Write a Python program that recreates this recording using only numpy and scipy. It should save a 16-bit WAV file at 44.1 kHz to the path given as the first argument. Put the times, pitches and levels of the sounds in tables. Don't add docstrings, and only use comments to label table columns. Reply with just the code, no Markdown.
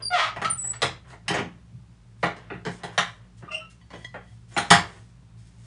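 import sys
import numpy as np
from scipy import signal
from scipy.io import wavfile
from scipy.ndimage import uniform_filter1d

SR = 44100
rng = np.random.default_rng(int(sys.argv[2]) if len(sys.argv) > 2 else 0)


def digitize_waveform(pressure):
    field = np.atleast_2d(pressure).T
    bounded = np.clip(field, -1, 1)
    quanta = np.round(bounded * 32767).astype(np.int16)
    wavfile.write(sys.argv[1], SR, quanta)


N = 249595

# [f/Hz, rms level/dB]
MOTOR_HUM = [(59.2, -56), (114.5, -53), (117.6, -58.5), (172.3, -59.5), (234, -83)]
# [f/Hz, relative density/dB per Hz]
AIR_SPECTRUM = [(15, -64.5), (25, -34.5), (43, -5.5), (85, -17.5), (118, 3), (145, -25), (177, -10),
                (314, -26.5), (394, -26.5), (447, -32), (857, -31), (3080, -39), (4160, -40), (10000, -46),
                (13000, -63.5), (22000, -120)]
AIR_LEVEL_DB = -53
# [f/Hz, t60/s]
ROOM_DECAY = [(100, 0.41), (400, 0.22), (1000, 0.27), (3000, 0.26), (7000, 0.24), (10000, 0.15)]

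# [t/s, peak level/dB]
THUMP_EVENTS = [(0.364, -38), (.50, -33.5), (0.824, -27), (1.724, -38), (1.785, -50), (4.705, -24)]
# [f/Hz, relative level/dB, t60/s]
COUNTER_MODES = [(90.2, -5.5, 0.49), (131.4, 1.5, 0.34), (169, -2, 0.24), (200.3, -6, 0.26)]

# [t/s, length/s, level/dB]
RUSTLE_EVENTS = [(.42, 0.43, -63), (.812, 0.034, -28), (1.07, 0.076, -54.5), (2.17, 0.11, -61.5),
                 (2.68, 0.12, -49), (2.9, 0.28, -55.5), (3.365, 0.042, -55), (3.698, 0.026, -52.5),
                 (3.9, 0.24, -60), (4.2, 0.29, -64.5), (4.47, 0.32, -51.5), (4.78, 0.33, -56),
                 (5.36, 0.25, -57.5), (5.58, 0.15, -57)]
# [t/s, length/s, level/dB]
SCRAPE_EVENTS = [(0, 0.017, -46.5), (.27, 0.26, -52.5), (.58, .42, -55), (1.04, 0.088, -54),
                 (1.255, 0.035, -54), (1.3, 0.094, -29.5), (1.47, 0.13, -64.5), (2.28, 0.34, -56),
                 (2.78, 0.2, -50.5), (3.05, 0.23, -63), (3.4, .25, -57), (4.5, 0.39, -50.5),
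                 (4.75, 0.25, -53.5), (5.58, 0.13, -68.5)]
# [f/Hz, relative density/dB per Hz]
PLASTIC_SPECTRUM = [(800, -14), (2000, -2), (4500, -3.5), (8000, -2.5), (10000, -4)]

# [t/s, length/s, level/dB]
GRIND_EVENTS = [(3.803, 0.036, -58), (3.855, 0.019, -48.5), (3.925, 0.064, -43), (3.965, 0.087, -46.5),
                (4.044, 0.029, -38.5), (4.21, 0.12, -57), (4.49, .1, -60.5)]
# [f/Hz, relative level/dB, t60/s]
LID_MODES = [(730, -2, 0.098), (1030, -3.5, .06), (1980, -3, .08), (1960, 4, 0.061), (3030, -3, 0.093),
             (3280, -0.5, 0.1), (4550, -15.5, 0.49), (6400, -14, .1)]

# [t/s, slip rate/Hz, level/dB, unevenness/0-1]
LONG_CREAK = [(.103, 715, -43, .05), (.126, 720, -37, .05), (.134, 712, -25, .05), (.175, 640, -24, .2),
              (.198, 330, -20, .3), (.220, 312, -24, .22), (.246, 309, -25, .22), (.275, 300, -30, .35),
              (.305, 200, -42, .4)]
# [t/s, length/s, starting slip rate/Hz, glide/octaves, level/dB, unevenness/0-1,
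# added treble gain/dB]
SHORT_CREAKS = [(.446, .03, 660, -.2, -24.5, .25, -29), (3.514, 0.079, 698, 0, -39.5, .008, 3.5),
                (4.044, 0.042, 1035, -.01, -46, 0.01, 14)]
# [f/Hz, gain/dB]
HINGE_RESPONSE = [(200, -36), (480, -15.5), (700, -3), (950, -2), (1270, 2.5), (1620, -8), (2000, 1),
                  (2600, -8), (3300, -4.5), (5000, -17), (7000, -25), (10000, -35)]

# [t/s, length/s, starting f/Hz, glide/octaves, level/dB, overtone level/dB]
SQUEAL_EVENTS = [(.021, 0.073, 4870, -0.069, -25.5, -9.5), (.102, 0.077, 730, -0.063, -23.5, -10.5),
                 (0.105, 0.073, 1440, -0.049, -23, -34), (.208, 0.053, 1248, -0.0037, -19, -34),
                 (0.44, 0.033, 1220, 0.14, -22, -33), (0.472, 0.067, 1340, 0.025, -38.5, -31.5),
                 (0.499, 0.024, 9230, -0.044, -17.5, -60), (0.52, 0.2, 9150, 0.0058, -49, -60),
                 (0.575, 0.037, 7930, 0, -29.5, -62), (.612, 0.1113, 7788, 0.019, -23, -60),
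                 (3.478, 0.022, 1207, -0.047, -34, -31), (3.49, 0.073, 2720, -0.022, -37.5, -30),
                 (3.51, 0.033, 2756, -0.033, -27.5, -28), (3.542, .016, 2848, -0.074, -23, -22),
                 (3.542, 0.031, 3000, 0.0039, -38, -21), (3.555, 0.051, 2700, 0.0356, -34.5, -23.5),
                 (3.603, 0.04, 1315, 0.0024, -45.5, -22), (3.501, 0.082, 630, -0.024, -39.5, -35),
                 (4.538, 0.016, 7050, 0.05, -44.5, -66.5)]

# [peak position/share of length, level at start/dB, level at end/dB]
RUSTLE_ENVELOPE = (.35, -10, -14)
SCRAPE_ENVELOPE = (0.86, -1.5, -16.5)
GRIND_ENVELOPE = (.25, -8, -11.5)
CREAK_ENVELOPE = (0.083, -3.5, -25.5)
SQUEAL_ENVELOPE = (0.55, -10, -11.5)

# [t/s, clack level/dB, then re the clack: counter thud/dB, hollow knock/dB,
# treble/dB; last, metal ring re the knock before the bands are balanced/dB]
BLOW_EVENTS = [(0.362, -34, -18.5, -10, -17, -10.5), (.417, -29, -13, -8.5, -12.5, 0),
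               (.447, -36, -7.5, -25.5, 0.5, -10.5), (0.64, -47.5, -12, -7.5, -17.5, 2),
               (.734, -43.5, -12.5, -26, -6, -5.5), (.819, -26.5, -21, -8.5, 3, -7.5),
               (0.827, -24.5, -16.5, -3.5, -24, -2.5), (1.102, -53.5, -11, -6, -5.5, -5),
               (1.128, -47, -18, -6.5, -28, -3), (1.281, -30.5, -7.5, -25, 4, -6),
               (1.301, -30.5, 0.5, 2, -22, 9), (1.341, -27, -12, -6, -10, -9.5),
               (1.385, -31.5, 0.5, 2, -12, -4.5), (2.229, -24, -7.5, -1.5, -17.5, -4.5),
               (2.236, -23, -23, -7, -21.5, 1.5), (2.256, -38.5, -18, -11, -3, -20),
               (2.365, -48, -5.5, -2.5, -8, -25.5), (2.502, -36.5, -6.5, 1, -34, -5),
               (2.536, -47.5, 6.5, -1, -19.5, 1), (2.651, -38, -12, 0, -4, -25),
               (2.664, -33.5, 2, 2, -13, -7), (2.834, -34.5, -6.5, -4, -7.5, -1),
               (2.978, -18.5, -16.5, -22.5, -5.5, -5.5), (3.424, -49.5, 5, 2.5, -26, -3.5),
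               (3.904, -48.5, -2, -11, -8.5, -5.5), (3.932, -45, -3, 2.5, -12.5, -11),
               (4.142, -38, -9, -3, -25, -10.5), (4.565, -23.5, -10.5, -6.5, -12.5, -9.5),
               (4.576, -24, -27.5, -18.5, -4, 0.5), (4.704, -17.5, -4.5, -5.5, 2.5, 7),
               (4.711, -11.5, -11, -13.5, -9, -3.5), (4.729, -20.5, -10.5, -12.5, -5.5, -6.5)]
# [f/Hz, relative density/dB per Hz]
CLACK_SPECTRUM = [(35, -37), (60, -15.5), (175, -9.5), (263, -10), (412, 0), (521, -7), (970, -8),
                  (1280, -9), (1970, -8.5), (2490, -14.5), (3430, -14), (4830, -19.5), (7410, -24.5),
                  (8790, -29), (10000, -35.5), (13000, -55.5), (22000, -120)]
# [f/Hz, relative level/dB, t60/s]
PRESS_MODES = [(131.3, -2.5, 0.19), (175.5, -2.5, 0.32), (320, -6, 0.29), (409.6, 1.5, 0.21),
               (701.4, -0.5, 0.24), (811, -0.5, 0.23), (964.3, -7, 0.16), (967, 0.5, 0.094),
               (1166, -5.5, 0.16), (1237, -8, 0.095), (1418, -1.5, 0.19), (1690, -16, .18),
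               (1785, -6, 0.29), (1936, 1.5, 0.2), (2300, -17.5, .16), (3030, -5, 0.073),
               (3590, -11.5, .15), (6580, -16.5, 0.17), (6790, -19, 0.08), (7590, -21.5, 0.28),
               (8530, -21.5, 0.25), (9530, -11, .16), (10180, -18, 0.23)]


def amp(db):
    return 10 ** (np.asarray(db) / 20)


def evened(x):
    return x / np.sqrt(np.mean(x ** 2) + 1e-20)


def read(points, hz):
    f, value = np.transpose(points)
    return np.interp(np.log(hz + 1), np.log(f + 1), value)


def follow(rows, t):
    s, *columns = np.transpose(rows)
    return [np.interp(t, s, c) for c in columns]


def add(mix, s, sound):
    part = mix[max(round(s * SR), 0):][:len(sound)]
    part += sound[:len(part)]


def colour(x, points, size=4096):
    log_gain = np.log(amp(read(points, abs(np.fft.fftfreq(size, 1 / SR)))))
    taps = np.fft.ifft(np.exp(np.conj(signal.hilbert(log_gain)))).real
    return signal.fftconvolve(x, taps[:size // 2])[:len(x)]


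def band(x, lo_hz, hi_hz):
    sos = signal.butter(3, [lo_hz, hi_hz], "band", fs=SR, output="sos")
    return signal.sosfilt(sos, x)


def drift(n, size):
    smooth = uniform_filter1d(rng.standard_normal(n), size)
    return evened(uniform_filter1d(smooth, size))


def modes(table, t):
    return sum(amp(db - 60 * t / t60) * np.sin(2 * np.pi * hz * t) for hz, db, t60 in table)


def grains(per_s, spread_db):
    present = rng.random(N) < per_s / SR
    sign = rng.choice([-1, 1], N)
    return present * sign * amp(spread_db * np.minimum(rng.exponential(1, N), 4))


def stroke(length, shape, taper=.12):
    peak, start_db, end_db = shape
    u = np.linspace(0, 1, max(round(length * SR), 2))
    level_db = np.interp(u, [0, np.clip(peak, 0, 1), 1], [start_db, 0, end_db])
    return amp(level_db) * signal.windows.tukey(len(u), taper)


def strokes(rows, shape):
    out = np.zeros(N)
    for s, length, db in rows:
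        add(out, s, amp(db) * stroke(length, shape))
    return out


def glide(hz, octaves, n):
    return hz * 2 ** np.linspace(0, octaves, n)


def kitchen(x, direct_db, size=24000):
    taps = rng.standard_normal(size) * (rng.random(size) < .2)
    hz, t, z = signal.stft(taps, SR, nperseg=256)
    decay = amp(-60 * t / read(ROOM_DECAY, hz)[:, None])
    tail = signal.istft(z * decay, SR, nperseg=256)[1]
    tail *= 1 - np.exp(-np.arange(len(tail)) / SR / 0.00067)
    tail /= np.linalg.norm(tail)
    tail[0] += amp(direct_db)
    return signal.fftconvolve(x, tail / np.linalg.norm(tail))[:len(x)]


def background(waver=0.06):
    t = np.arange(N) / SR
    hum = np.zeros(N)
    for hz, db in MOTOR_HUM:
        level = amp(db) * np.sqrt(2) * (1 + waver * drift(N, size=5000))
        hum += level * np.sin(2 * np.pi * hz * t + 2.9 * drift(N, size=9000))
    air = evened(colour(rng.standard_normal(N), AIR_SPECTRUM))
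    return hum + amp(AIR_LEVEL_DB) * air


def thumps(size=16000):
    out, t = np.zeros(N), np.arange(size) / SR
    push = modes(COUNTER_MODES, t) * (1 - np.exp(-t / .006))
    for s, db in THUMP_EVENTS:
        add(out, s, amp(db) * push / abs(push).max())
    return out


def rubbing():
    snaps = colour(grains(per_s=400, spread_db=3.0), PLASTIC_SPECTRUM)
    plastic = evened(snaps) * strokes(RUSTLE_EVENTS, RUSTLE_ENVELOPE)
    scrape = band(colour(grains(per_s=1500, spread_db=-0.5), CLACK_SPECTRUM), 230, 3200)
    grate = evened(scrape) * strokes(SCRAPE_EVENTS, SCRAPE_ENVELOPE)
    return kitchen(plastic + grate, direct_db=-5.5)


def grinding(per_s=450, catch_db=4, size=9000):
    ring = modes(LID_MODES, np.arange(size) / SR)
    catches = grains(per_s, spread_db=-6.0) * amp(catch_db * drift(N, size=600))
    grit = evened(catches) * strokes(GRIND_EVENTS, GRIND_ENVELOPE)
    return kitchen(signal.fftconvolve(grit, ring / np.linalg.norm(ring))[:N], direct_db=10.0)


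def creak(rate, uneven):
    jitter = np.exp(.42 * uneven * drift(SR, size=50)[:len(rate)])
    turns = np.cumsum(rate * jitter) / SR
    slips = np.diff(np.floor(turns), prepend=0) * np.sqrt(SR / rate)
    grit = 1.5 * uneven * rng.standard_normal(SR)[:len(rate)]
    return evened(colour(slips + grit, HINGE_RESPONSE))


def creaks():
    out = np.zeros(N)
    t = np.arange(LONG_CREAK[0][0], LONG_CREAK[-1][0], 1 / SR)
    rate, db, uneven = follow(LONG_CREAK, t)
    add(out, t[0], amp(db) * creak(rate, uneven))
    for s, length, rate, octaves, db, uneven, treble_db in SHORT_CREAKS:
        gain = stroke(length, CREAK_ENVELOPE)
        slips = creak(glide(rate, octaves, len(gain)), uneven)
        treble = amp(treble_db) * band(slips, 4000, 11000)
        add(out, s, amp(db) * gain * evened(slips + treble))
    return kitchen(out, direct_db=4.5)


def squeals(waver_hz=22, skip_share=.003, chatter_db=1.5):
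    out = np.zeros(N)
    for s, length, hz, octaves, db, overtone_db in SQUEAL_EVENTS:
        gain = stroke(length, SQUEAL_ENVELOPE)
        n = len(gain)
        waver = waver_hz * drift(SR, size=50)[:n]
        skips = skip_share * hz * drift(SR, size=16)[:n]
        phase = 2 * np.pi * np.cumsum(glide(hz, octaves, n) + waver + skips) / SR
        overtones = sum(np.sin(k * phase) for k in (2, 3) if k * hz < SR / 2)
        tone = np.sin(phase) + amp(overtone_db) * overtones
        chatter = amp(chatter_db * drift(SR, size=110)[:n])
        add(out, s, amp(db) * gain * evened(tone * chatter))
    return kitchen(out, direct_db=2.5)


def blow(clack_db, thud_db, hollow_db, treble_db, ring_db, contact_s=0.0018, size=26000):
    t = np.arange(size) / SR
    early = t < .025
    chatter = rng.standard_normal(size) * np.exp(-t / contact_s) * 0.3
    chatter[0] += 1
    knock = kitchen(colour(chatter, CLACK_SPECTRUM), direct_db=-9.5)

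    hz, db, t60 = np.transpose(PRESS_MODES)[:, :, None]
    hz = hz * (1 + 0.0044 * rng.standard_normal(hz.shape))
    share = amp(1.5 * rng.standard_normal(hz.shape)) * rng.choice([-1, 1], hz.shape)
    ring = (share * amp(db - 60 * t / t60) * np.sin(2 * np.pi * hz * t)).sum(0)
    ring *= 1 - np.exp(-t / 0.0016)

    sound = knock / knock[early].std() + amp(ring_db) * ring / ring[early].std()
    thud, hollow = band(sound, 65, 230), band(sound, 230, 620)
    clack, treble = band(sound, 620, 2500), band(sound, 2500, 12000)
    balance = (thud_db, thud), (hollow_db, hollow), (0, clack), (treble_db, treble)
    return amp(clack_db) * sum(amp(db) * part / part[early].std() for db, part in balance)


def blows():
    out = np.zeros(N)
    for s, *strike in BLOW_EVENTS:
        add(out, s, blow(*strike))
    return out


def scene():
    friction = rubbing() + grinding() + creaks() + squeals()
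    return (background() + thumps() + friction + blows())[None]


def record(dry, overload=.88, edge_hz=10300):
    heard = signal.sosfilt(signal.butter(4, 45, "high", fs=SR, output="sos"), dry)
    low_pass = signal.firwin(161, edge_hz, window=("kaiser", 8), fs=SR)[None]
    return signal.oaconvolve(np.clip(heard, -overload, overload), low_pass, "same")


dry = scene()
out = record(dry)
digitize_waveform(out)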